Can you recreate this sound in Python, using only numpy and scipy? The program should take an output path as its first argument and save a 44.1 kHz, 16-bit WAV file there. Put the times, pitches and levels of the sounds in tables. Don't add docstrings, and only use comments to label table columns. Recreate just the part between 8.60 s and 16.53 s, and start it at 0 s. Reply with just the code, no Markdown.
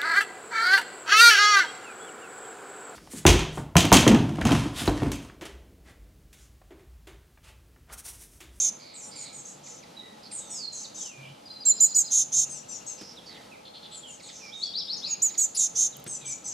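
import sys
import numpy as np
from scipy import signal
from scipy.fft import rfft, irfft, next_fast_len
from scipy.io import wavfile

SR = 44100
rng = np.random.default_rng(int(sys.argv[2]) if len(sys.argv) > 2 else 0)


def wav_out(sig):
    wavfile.write(sys.argv[1], SR, np.round(np.clip(np.atleast_2d(sig).T, -1, 1) * 32767).astype(np.int16))


N = 349713

# t/s, length/s, low voice f/Hz, its fall/Hz, peak level/dB, peak at share of length,
# high voice f/Hz, its starting level/dB, its swell/dB
NEAR_CHIRPS = [(3.063, 0.057, 7490, 604, -14, 0.65, 8500, -34.5, -50),
               (3.212, 0.059, 7140, 438, -15, 0.24, 8280, -35, 10),
               (3.357, 0.064, 6965, 750, -17.5, 0.26, 8110, -33, 11),
               (6.48, 0.06, 6880, 327, -27.5, 0.94, 7900, -65, 0),
               (6.63, 0.064, 7060, 764, -18.5, 0.17, 8040, -34, -12),
               (6.787, 0.072, 6870, 880, -21.5, 0.27, 8050, -35.5, 13.5)]
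# t/s, length/s, entry f/Hz, held f/Hz, peak level/dB, peak at share of length
NEAR_BUZZES = [(-0.026, 0.12, 6170, 6450, -25.5, 0.54), (3.522, 0.11, 6280, 6550, -22.5, 0.48),
               (3.735, .11, 6170, 6530, -23.5, 0.52), (6.984, 0.088, 6900, 6480, -23, 0.41),
               (7.167, 0.11, 6040, 6490, -25, 0.49)]
CHIRP_ORDERS = [(-1, 2), (2, -1), (2, 0), (1, 1), (3, -1)]
# level/dB against the stronger voice, before fading with the weaker
CHIRP_MIX_DB = [-13.5, -24.5, -37, -26, -23.5]


def fledgling():
    out = squeak()
    for row in NEAR_CHIRPS:
        path = chirp(*row, arch_db=24, droop=1.9)
        note = syrinx(path, zip(CHIRP_ORDERS, CHIRP_MIX_DB), rise_s=0.014, scoop=0.3, jitter_hz=25.5,
                      breath_db=-21.5, follow=0.52, puff_db=-20)
        add(out, *note, side_db=-3.0)
    for row in NEAR_BUZZES:
        add(out, *buzz(*row, gap_hz=474, jitter_hz=45.3), side_db=-2.4)
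    return out


# t/s, length/s, top f/Hz, nominal level/dB, nominal octave level/dB
SQUEAK = (6.942, .042, 5150, -38, -39)


def squeak():
    out = np.zeros((2, N))
    s, length, top_hz, db, octave_db = SQUEAK
    t = np.arange(0, length, 1 / SR)
    hz = top_hz * (1 - (t / length - 0.4) ** 2)
    for multiple, tone_db in ((1, db), (2, octave_db)):
        add(out, whistle(t, multiple * hz, tone_db, blur=drift(900, len(t))), s)
    return out


HIGH_SAG_HZ_PER_S = 15000


def chirp(s, length, low_hz, fall_hz, db, peak_share, high_hz, high_db, swell_db, arch_db, droop):
    u = np.linspace(0, 1, num=12)
    fall = u ** droop
    low_path = low_hz - fall_hz * fall
    high_path = high_hz - HIGH_SAG_HZ_PER_S * length * fall
    low_level = db - arch_db * (u - peak_share) ** 2
    return np.transpose([s + length * u, low_path, high_path, low_level, high_db + swell_db * u])


SETTLE_SHARE, BUZZ_SAG_HZ = 0.192, 288.5
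BUZZ_ARCH_DB = 21
BUZZ_ORDERS = [(-1, 2), (2, -1), (3, -2), (.5, 0), (-.5, 1), (-1.5, 2), (1.5, 0), (.5, 1), (2.5, -1),
               (3.5, -2), (2, 0), (1, 1), (4, -2)]
# level/dB against the stronger voice, before fading with the weaker
BUZZ_MIX_DB = [-5.5, -10, -18, -32.5, -22.5, -26.5, -21.5, -29.5, -23, -20.5, -43, -34.5, -42]


def buzz(s, length, entry_hz, held_hz, db, peak_share, gap_hz, jitter_hz):
    u = np.linspace(0, 1, num=12)
    hz = held_hz + (entry_hz - held_hz) * np.exp(-u / SETTLE_SHARE) - BUZZ_SAG_HZ * u ** 2
    level = db - BUZZ_ARCH_DB * (u - peak_share) ** 2
    pair = np.transpose([s + length * u, hz, hz + gap_hz, level, level - 4])
    return syrinx(pair, zip(BUZZ_ORDERS, BUZZ_MIX_DB), rise_s=0.021, scoop=0.049, jitter_hz=jitter_hz,
                  breath_db=-13.5, follow=0.27, puff_db=-38, rasp_db=-20.0, patchy_db=2.0)


PUFF_BAND = signal.butter(1, [5000, 13000], "band", fs=SR, output="sos")
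RASP_BAND = signal.butter(3, [4300, 11500], "band", fs=SR, output="sos")


def syrinx(rows, mix, rise_s, scoop, jitter_hz, breath_db, follow, puff_db, rasp_db=-60, patchy_db=0):
    s, *columns = np.transpose(rows)
    t = np.arange(s[0] - rise_s, s[-1] + 0.016, 1 / SR)
    low, high, low_db, high_db = [np.interp(t, s, c) for c in columns]
    bend = 1 - scoop * np.clip((s[0] - t) / rise_s, 0, 1) ** 2

    def phase(hz):
        return 2 * np.pi * np.cumsum(hz * bend + jitter_hz * drift(142.0, len(t))) / SR

    def flutter():
        return amp(2 * drift(60, len(t)) + patchy_db * drift(300, len(t)))

    low_turn, high_turn = phase(low), phase(high)
    top_db = np.maximum(low_db, high_db)
    tones = amp(low_db) * flutter() * np.exp(1j * low_turn)
    tones += amp(high_db) * flutter() * np.exp(1j * high_turn)
    for (p, q), db in mix:
        loss_db = follow * (abs(p) * (low_db - top_db) + abs(q) * (high_db - top_db))
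        heard = p * low + q * high < 0.45 * SR
        wander = np.exp(1j * (p + q) * drift(250, len(t)) / 4)
        turn = np.exp(1j * (p * low_turn + q * high_turn + p * q))
        tones += heard * amp(top_db + db + loss_db) * flutter() * wander * turn
    air = rng.standard_normal(len(t)) + 1j * rng.standard_normal(len(t))
    breath_filter = signal.butter(3, 1100, fs=SR, output="sos")
    breath = amp(breath_db) * rms_one(signal.sosfilt(breath_filter, air))
    opening = fades(np.minimum(t, s[0]), rise_s / 2, rise_s / 2)
    puff = amp(top_db[0] + puff_db) * signal.sosfilt(PUFF_BAND, air.real) * opening
    hiss = amp(top_db + rasp_db) * signal.sosfilt(RASP_BAND, air.imag)
    note = np.real(tones * (1 + breath) + puff + hiss)
    return np.sqrt(2) * note * fades(t, rise_s, 0.026), t[0]


SIBLING_CHIRPS = [ (0.42, 0.072, 7520, 470, -49, .7, 9260, -58.5, 10),
                  (0.735, 0.08, 6990, 694, -46, 0.11, 8400, -50.5, 6.5),
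                  (1.724, 0.079, 7440, 1020, -44, 0.68, 8640, -41, 2.5),
                  (1.906, 0.079, 6860, 597, -41, 0.82, 8110, -39.5, -2.5),
                  (3.904, 0.082, 6420, 810, -41, 0.11, 8140, -46.5, 2),
                  (4.095, 0.076, 6070, 700, -44.5, 0.26, 7560, -44.5, 2.5),
                  (4.273, 0.063, 6570, 605, -40, 0.24, 7770, -43, -5.5),
                  (5.325, 0.063, 7840, 750, -45.5, 0.92, 9600, -66, 12),
                  (5.48, 0.077, 7230, 1030, -47.5, 0.3, 8740, -60.5, 7),
                  (5.634, 0.051, 6860, 360, -51, .55, 8220, -55.5, 5),
                  (7.483, 0.082, 6440, 498, -42, 0.49, 8250, -41, 4.5),
                  (7.662, 0.071, 6280, 477, -39.5, 0.34, 7870, -41.5, 8.5),
                  (7.851, 0.034, 6230, 500, -39, 0.57, 7900, -44, 6),
                  (7.89, 0.04, 6680, 900, -39, .55, 7420, -34.5, -32)]
FALLING_CHIRPS = [(0.35, 0.105, 7700, 2160, -49, 0.2, 8270, -49, -1),
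                  (0.565, 0.08, 7430, 845, -44, 0.26, 9200, -57, 12)]
SIBLING_BUZZES = [(0.859, 0.079, 6370, 6710, -47, 0.23), (1.045, 0.15, 6130, 6300, -50, 0.35),
                  (2.135, 0.14, 6780, 6310, -43, 0.25), (2.355, 0.12, 6210, 6340, -40, 0.56),
                  (5.71, 0.091, 6680, 6280, -52.5, .45), (5.939, 0.14, 5830, 6580, -54, 0.59)]
# t/s, left-right level/dB (positive is left)
SIBLING_SIDE = [(2.0, -1), (4.1, 5.5), (5.5, 2), (7.6, 0.5)]


def siblings():
    out = np.zeros((2, N))
    when, side = np.transpose(SIBLING_SIDE)
    mix_db = np.array(CHIRP_MIX_DB) - 4.5
    for rows, droop in ((SIBLING_CHIRPS, 1.9), (FALLING_CHIRPS, 0.84)):
        for row in rows:
            path = chirp(*row, arch_db=8.5, droop=droop)
            note = syrinx(path, zip(CHIRP_ORDERS, mix_db), rise_s=0.016, scoop=0.12, jitter_hz=35.8,
                          breath_db=-9.5, follow=0.65, puff_db=-40)
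            add(out, *note, side_db=np.interp(row[0], when, side))
    for row in SIBLING_BUZZES:
        add(out, *buzz(*row, gap_hz=685, jitter_hz=38.6), side_db=np.interp(row[0], when, side))
    return out


def songbirds():
    return whistles() + slides() + sweeps() + trills() + pips() + arched_notes()


# t/s, length/s, start f/Hz, end f/Hz, start level/dB, end level/dB
WHISTLES = [(1.367, 0.049, 3914, 3807, -43.5, -44.5), (1.415, 0.14, 1975, 1920, -60, -65),
            (1.807, 0.14, 3784, 3490, -54.5, -64), (2.242, 0.016, 4990, 3570, -40, -41.5),
            (4.276, .05, 4150, 4200, -57, -63), (4.566, 0.031, 4080, 3110, -50.5, -50),
            (4.666, 0.045, 4620, 4490, -44, -56), (4.916, 0.045, 2655, 2050, -49.5, -58),
            (5.428, 0.083, 3446, 2680, -46, -54), (6.014, 0.095, 3540, 3350, -48, -44.5),
            (6.062, 0.028, 5700, 4420, -38.5, -48), (6.199, 0.025, 4300, 3110, -33, -45.5),
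            (6.367, 0.03, 6900, 5500, -46, -41), (7.322, 0.049, 4080, 2780, -50.5, -58)]


def whistles():
    out = np.zeros((2, N))
    for s, length, start_hz, end_hz, start_db, end_db in WHISTLES:
        out += glide([s, s + length], [start_hz, end_hz], [start_db, end_db], side_db=-4.5)
    return out


HOLD_SAG_HZ_PER_S = 890
# t/s, slide/s, hold/s, start f/Hz, held f/Hz,
# start level/dB, landing level/dB, end level/dB
SLIDES = [(1.831, 0.22, 0.23, 6800, 4245, -62, -37, -74), (2.368, .16, 0.15, 3850, 2456, -59.5, -56, -52),
          (5.796, 0.041, 0.063, 2580, 2380, -65, -49.5, -51),
          (5.916, 0.0275, 0.11, 3180, 3770, -54, -42, -53),
          (7.558, 0.094, 0.1, 2775, 2386, -73, -54, -55.5)]


def slides():
    out = np.zeros((2, N))
    for s, slide, hold, start_hz, held_hz, *db in SLIDES:
        times = [s, s + slide, s + slide + hold]
        hz = [start_hz, held_hz, held_hz - HOLD_SAG_HZ_PER_S * hold]
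        out += glide(times, hz, db, side_db=-5.0, depth=[0.8, LEAF_BLUR, LEAF_BLUR])
    return out


SWEEP_HZ_PER_S, SWEEP_SWELL_DB, SWEEP_SWELL_S = 29800, 19.5, 0.027
# t/s, length/s, start f/Hz, full level/dB
SWEEPS = [(6.01, 0.035, 3655, -28.5), (6.126, 0.075, 3246, -32), (6.271, 0.076, 3247, -33),
          (6.417, 0.066, 3197, -34.5)]


def sweeps():
    out = np.zeros((2, N))
    for s, length, hz, db in SWEEPS:
        times = np.array([0, SWEEP_SWELL_S, length])
        out += glide(s + times, hz + SWEEP_HZ_PER_S * times, [db - SWEEP_SWELL_DB, db, db],
                     side_db=3.0, depth=0.5)
    return out


TRILL_HOOK_HZ, TRILL_DROP_HZ = 4900, 3650
# t/s, length before the drop/s, entry f/Hz, middle f/Hz, level/dB
TRILL_HIGH = [(2.852, 0.027, 4980, 4810, -46.5), (2.902, 0.035, 4950, 4740, -47.5),
              (3, 0.033, 4770, 4950, -42), (3.06, 0.025, 4850, 4970, -43), (3.158, .026, 4770, 5100, -42.5),
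              (3.216, 0.021, 4670, 5100, -42), (3.279, 0.028, 4770, 5100, -44.5),
              (3.337, 0.022, 4640, 5090, -37.5), (3.453, 0.026, 4910, 5000, -41)]
# nominal t/s, length/s, level/dB
TRILL_LOW = [(2.903, 0.021, -42.5), (2.961, 0.022, -43), (3.061, 0.017, -35), (3.093, 0.012, -44.5),
             (3.116, 0.017, -33.5), (3.2, 0.01, -38), (3.241, 0.011, -42), (3.267, 0.01, -40),
             (3.324, 0.012, -40.5), (3.364, .015, -43), (3.445, 0.014, -41.5), (3.483, 0.013, -41)]


def trills():
    out = np.zeros((2, N))
    for s, length, entry_hz, top_hz, db in TRILL_HIGH:
        t = np.arange(0, length + 0.012, 1 / SR)
        corners = [0, 0.55 * length, length, length + 0.0092]
        hz = np.interp(t, corners, [entry_hz, top_hz, TRILL_HOOK_HZ, TRILL_DROP_HZ])
        add(out, whistle(t, hz, db, rise_s=0.01), s, side_db=0.8)
    for s, length, db in TRILL_LOW:
        t = np.arange(0, length, 1 / SR)
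        add(out, whistle(t, 4130, db, rise_s=0.0042), s - 0.003, side_db=-1.0)
    return out


# t/s, level/dB, nominal octave level/dB
PIPS = [(1.062, -57, -53.5), (1.225, -57, -54.5), (1.709, -57, -49), (5.595, -56, -53.5),
        (5.685, -55.5, -47.5), (6.643, -60, -52), (6.692, -58, -46), (6.739, -55.5, -44.5),
        (6.786, -59, -45)]


def pips():
    out = np.zeros((2, N))
    t = np.arange(0, 0.022, 1 / SR)
    hz = np.linspace(2700, 1800, len(t))
    for s, db, octave_db in PIPS:
        octave = whistle(t, 2 * hz, octave_db, rise_s=0.0066, blur=drift(500, len(t)) - 0.7)
        add(out, whistle(t, hz, db, rise_s=0.004) + octave, s, side_db=-4.0)
    return out


def arched_notes():
    out = np.zeros((2, N))
    t = np.arange(0, 0.03, 1 / SR)
    hz = 2300 + 550 * np.sin(np.pi * t / t[-1])
    for s in 3.85 + 0.088 * np.arange(7):
        add(out, whistle(t, hz, -60, rise_s=0.005), s)
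    return out


LEAF_BLUR, LEAF_BLUR_HZ = 0.2, 160


def glide(s, hz, db, side_db, depth=LEAF_BLUR):
    out = np.zeros((2, N))
    t = np.arange(s[0] - 0.006, s[-1] + 0.0079, 1 / SR)
    leaves = drift(LEAF_BLUR_HZ, len(t)) + 1j * drift(LEAF_BLUR_HZ, len(t))
    blur = np.interp(t, s, np.broadcast_to(depth, len(s))) * leaves
    add(out, whistle(t, np.interp(t, s, hz), np.interp(t, s, db), blur=blur), t[0], side_db)
    return out


def whistle(t, hz, db, rise_s=0.015, blur=0):
    turn = np.exp(2j * np.pi * np.cumsum(hz + 35 * drift(66.0, len(t))) / SR)
    return np.sqrt(2) * amp(db) * np.real(turn * (1 + blur)) * fades(t, rise_s, rise_s)


def hoarse_birds():
    return hoarse_notes() + rasps() + throbs()


HOARSE_WIDTH = 0.0926
# t/s, length/s, start f/Hz, end f/Hz, nominal level/dB
HOARSE = [(0.198, 0.17, 4750, 4095, -64.5), (0.512, 0.2, 4880, 4034, -61), (1.63, 0.047, 4850, 4330, -61.5),
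          (2.629, 0.086, 3010, 2950, -66.5), (4.375, 0.15, 5220, 5320, -61),
          (4.658, 0.12, 5260, 3110, -63.5), (4.662, .025, 6300, 5620, -71),
          (4.686, 0.131, 2037, 1938, -69.5), (5.628, 0.096, 4330, 3407, -62.5),
          (5.744, 0.16, 6020, 5280, -61.5), (7.612, 0.067, 3890, 3050, -64)]


def hoarse_notes():
    out = np.zeros((2, N))
    for s, length, start_hz, end_hz, db in HOARSE:
        t = np.arange(0, length, 1 / SR)
        width_hz = HOARSE_WIDTH * start_hz
        blur = drift(width_hz, len(t)) + 1j * drift(width_hz, len(t)) - 1
        hz = np.linspace(start_hz, end_hz, len(t))
        add(out, whistle(t, hz, db + 8.0, rise_s=0.0027, blur=blur), s, side_db=-4.0)
    return out


# t/s, length/s, nominal level/dB
RASPS = [(5.044, 0.055, -50.5), (5.133, 0.06, -48), (5.222, 0.054, -47), (5.305, 0.063, -47)]


def rasps():
    out = np.zeros((2, N))
    for s, length, db in RASPS:
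        t = np.arange(0, length, 1 / SR)
        for hz in (3500, 4200):
            blur = drift(330, len(t)) + 1j * drift(327, len(t)) - 0.3
            add(out, whistle(t, hz, db - 6.0, blur=blur), s)
    return out


THROB_DEPTH = 1
# t/s, length/s, f/Hz, throbs per s, nominal level/dB
THROBS = [(-0.02, 0.1, 2365, 88, -59.5), (0.197, 0.23, 2290, 91, -63.5), (0.528, 0.223, 2310, 86, -61),
          (6.456, 0.11, 2570, 125, -55)]


def throbs():
    out = np.zeros((2, N))
    for s, length, hz, rate, db in THROBS:
        t = np.arange(0, length, 1 / SR)
        note = whistle(t, hz + 120 * drift(185, len(t)), db, rise_s=0.0038)
        pulse = (1 + THROB_DEPTH * np.sin(2 * np.pi * rate * t)) ** 2 / 2
        add(out, note * pulse, s, side_db=-7.5)
    return out


# t/s, nominal level/dB
TICKS = [(7.368, -19), (7.3991, -29), (7.441, -19.5)]


def ticks():
    out = np.zeros((2, N))
    bright = signal.butter(3, 8000, "high", fs=SR, output="sos")
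    for s, db in TICKS:
        add(out, amp(db - 12) * noise_burst(bright, decay_s=0.0013), s)
    return out


# t/s, nominal level/dB
THUMPS = [(4.412, -53.5), (7.464, -50.5)]


def thumps():
    out = np.zeros((2, N))
    dull = signal.butter(2, [120, 390], "band", fs=SR, output="sos")
    snap = signal.butter(2, [1000, 7000], "band", fs=SR, output="sos")
    for s, db in THUMPS:
        add(out, amp(db + 31.5) * noise_burst(dull, decay_s=0.015), s)
        add(out, amp(db + 14.5) * noise_burst(snap, decay_s=0.014), s)
    return out


def noise_burst(band, decay_s):
    t = np.arange(0, 0.08, 1 / SR)
    return signal.sosfilt(band, rng.standard_normal(len(t)) * np.exp(-t / decay_s))


def trees(x, echo_db, t60_s, first_s):
    t = np.arange(0, t60_s, 1 / SR)
    fading = amp(-60 * t / t60_s + 2 * drift(120, len(t))) * (t > first_s)
    shared, left, right = rng.standard_normal((3, len(t))) * fading
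    tail = np.array([shared + 0.93 * left, shared + 0.52 * right])
    tail *= amp(echo_db) / np.sqrt(np.sum(tail ** 2) / 2)
    return x + signal.fftconvolve(x, tail, axes=1)[:, :N]


# f/Hz, relative level/dB per Hz
FLOOR_MID = [(24, -34.5), (40, -14), (198, 4), (378, -1), (497, 0), (705, -4.5), (840, -3), (951, -7),
             (1780, -13), (4040, -10.5), (10700, -23), (15600, -35)]
# f/Hz, relative level/dB per Hz
FLOOR_SIDE = [(24, -52), (40, -41), (359, -12), (622, 2), (1910, -20.5), (4820, -22), (11200, -32.5),
              (15600, -37.5)]


def background():
    mid = coloured(FLOOR_MID, level_db=-52.5)
    side = coloured(FLOOR_SIDE, level_db=-53.5)
    return np.array([mid + side, mid - side]) + hums()


# f/Hz, width/Hz, level change/dB
FLOOR_BANDS = [(386.6, 6.8, -31), (846.5, 27, 6.5), (1299, 27, 9)]


def coloured(spectrum, level_db):
    size = next_fast_len(N)
    hz = np.arange(size // 2 + 1) * SR / size + 1
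    corner_hz, corner_db = np.transpose(spectrum)
    db = np.interp(np.log(hz), np.log(corner_hz), corner_db)
    for centre_hz, width_hz, lift_db in FLOOR_BANDS:
        db += lift_db / (1 + (2 * (hz - centre_hz) / width_hz) ** 2)
    noise = irfft(rfft(rng.standard_normal(size)) * amp(db), size)[:N]
    return rms_one(noise) * amp(level_db + 1.0 * drift(2.86, N))


# t/s, length/s, f/Hz, mean level/dB
HUMS = [(0.72, 0.4, 139.6, -62), (1.5, 0.17, 216.6, -57), (2.56, 0.2, 139, -53), (3.55, 0.525, 144, -62),
        (7.31, 0.43, 140, -58.5)]


def hums():
    out = np.zeros((2, N))
    for s, length, hz, db in HUMS:
        t = np.arange(0, length, 1 / SR)
        swell = amp(db + 3.8 * drift(9.5, len(t))) * fades(t, 0.039, 0.018)
        turn = 2 * np.pi * np.cumsum(hz + 4 * drift(17.0, len(t))) / SR
        add(out, np.sqrt(2) * swell * np.sin(turn), s)
    return out


def amp(db):
    return 10 ** (np.asarray(db) / 20)


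def rms_one(x):
    return x / np.sqrt(np.mean(np.abs(x) ** 2) + 1e-20)


def drift(hz, size):
    r = np.exp(-2 * np.pi * hz / SR)
    run_in = int(SR / hz)
    noise = rng.standard_normal(size + run_in)
    return rms_one(signal.lfilter([1], [1, -2 * r, r * r], noise)[run_in:])


def add(out, x, s, side_db=0):
    i = round(s * SR)
    x = x[max(-i, 0):N - i]
    i = max(i, 0)
    out[:, i:i + len(x)] += x * amp([[side_db / 2], [-side_db / 2]])


def fades(t, rise_s, fall_s):
    ramp = np.minimum((t - t[0]) / rise_s, (t[-1] - t) / fall_s)
    return np.sin(np.pi / 2 * np.clip(ramp, 0, 1)) ** 2


def scene():
    near = trees(fledgling(), echo_db=-16.5, t60_s=0.41, first_s=0.006)
    leaf_filter = signal.butter(1, 12500, fs=SR, output="sos")
    dulled = signal.sosfilt(leaf_filter, siblings())
    kin = trees(dulled, echo_db=-1.5, t60_s=0.35, first_s=0.005)
    far = trees(songbirds() + hoarse_birds(), echo_db=-2.5, t60_s=0.5, first_s=0.0071)
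    return near + kin + far + ticks() + thumps() + background()


def record(dry):
    return signal.sosfilt(signal.cheby2(22, 50, 15720, fs=SR, output="sos"), dry)


dry = scene()
out = record(dry)
wav_out(out)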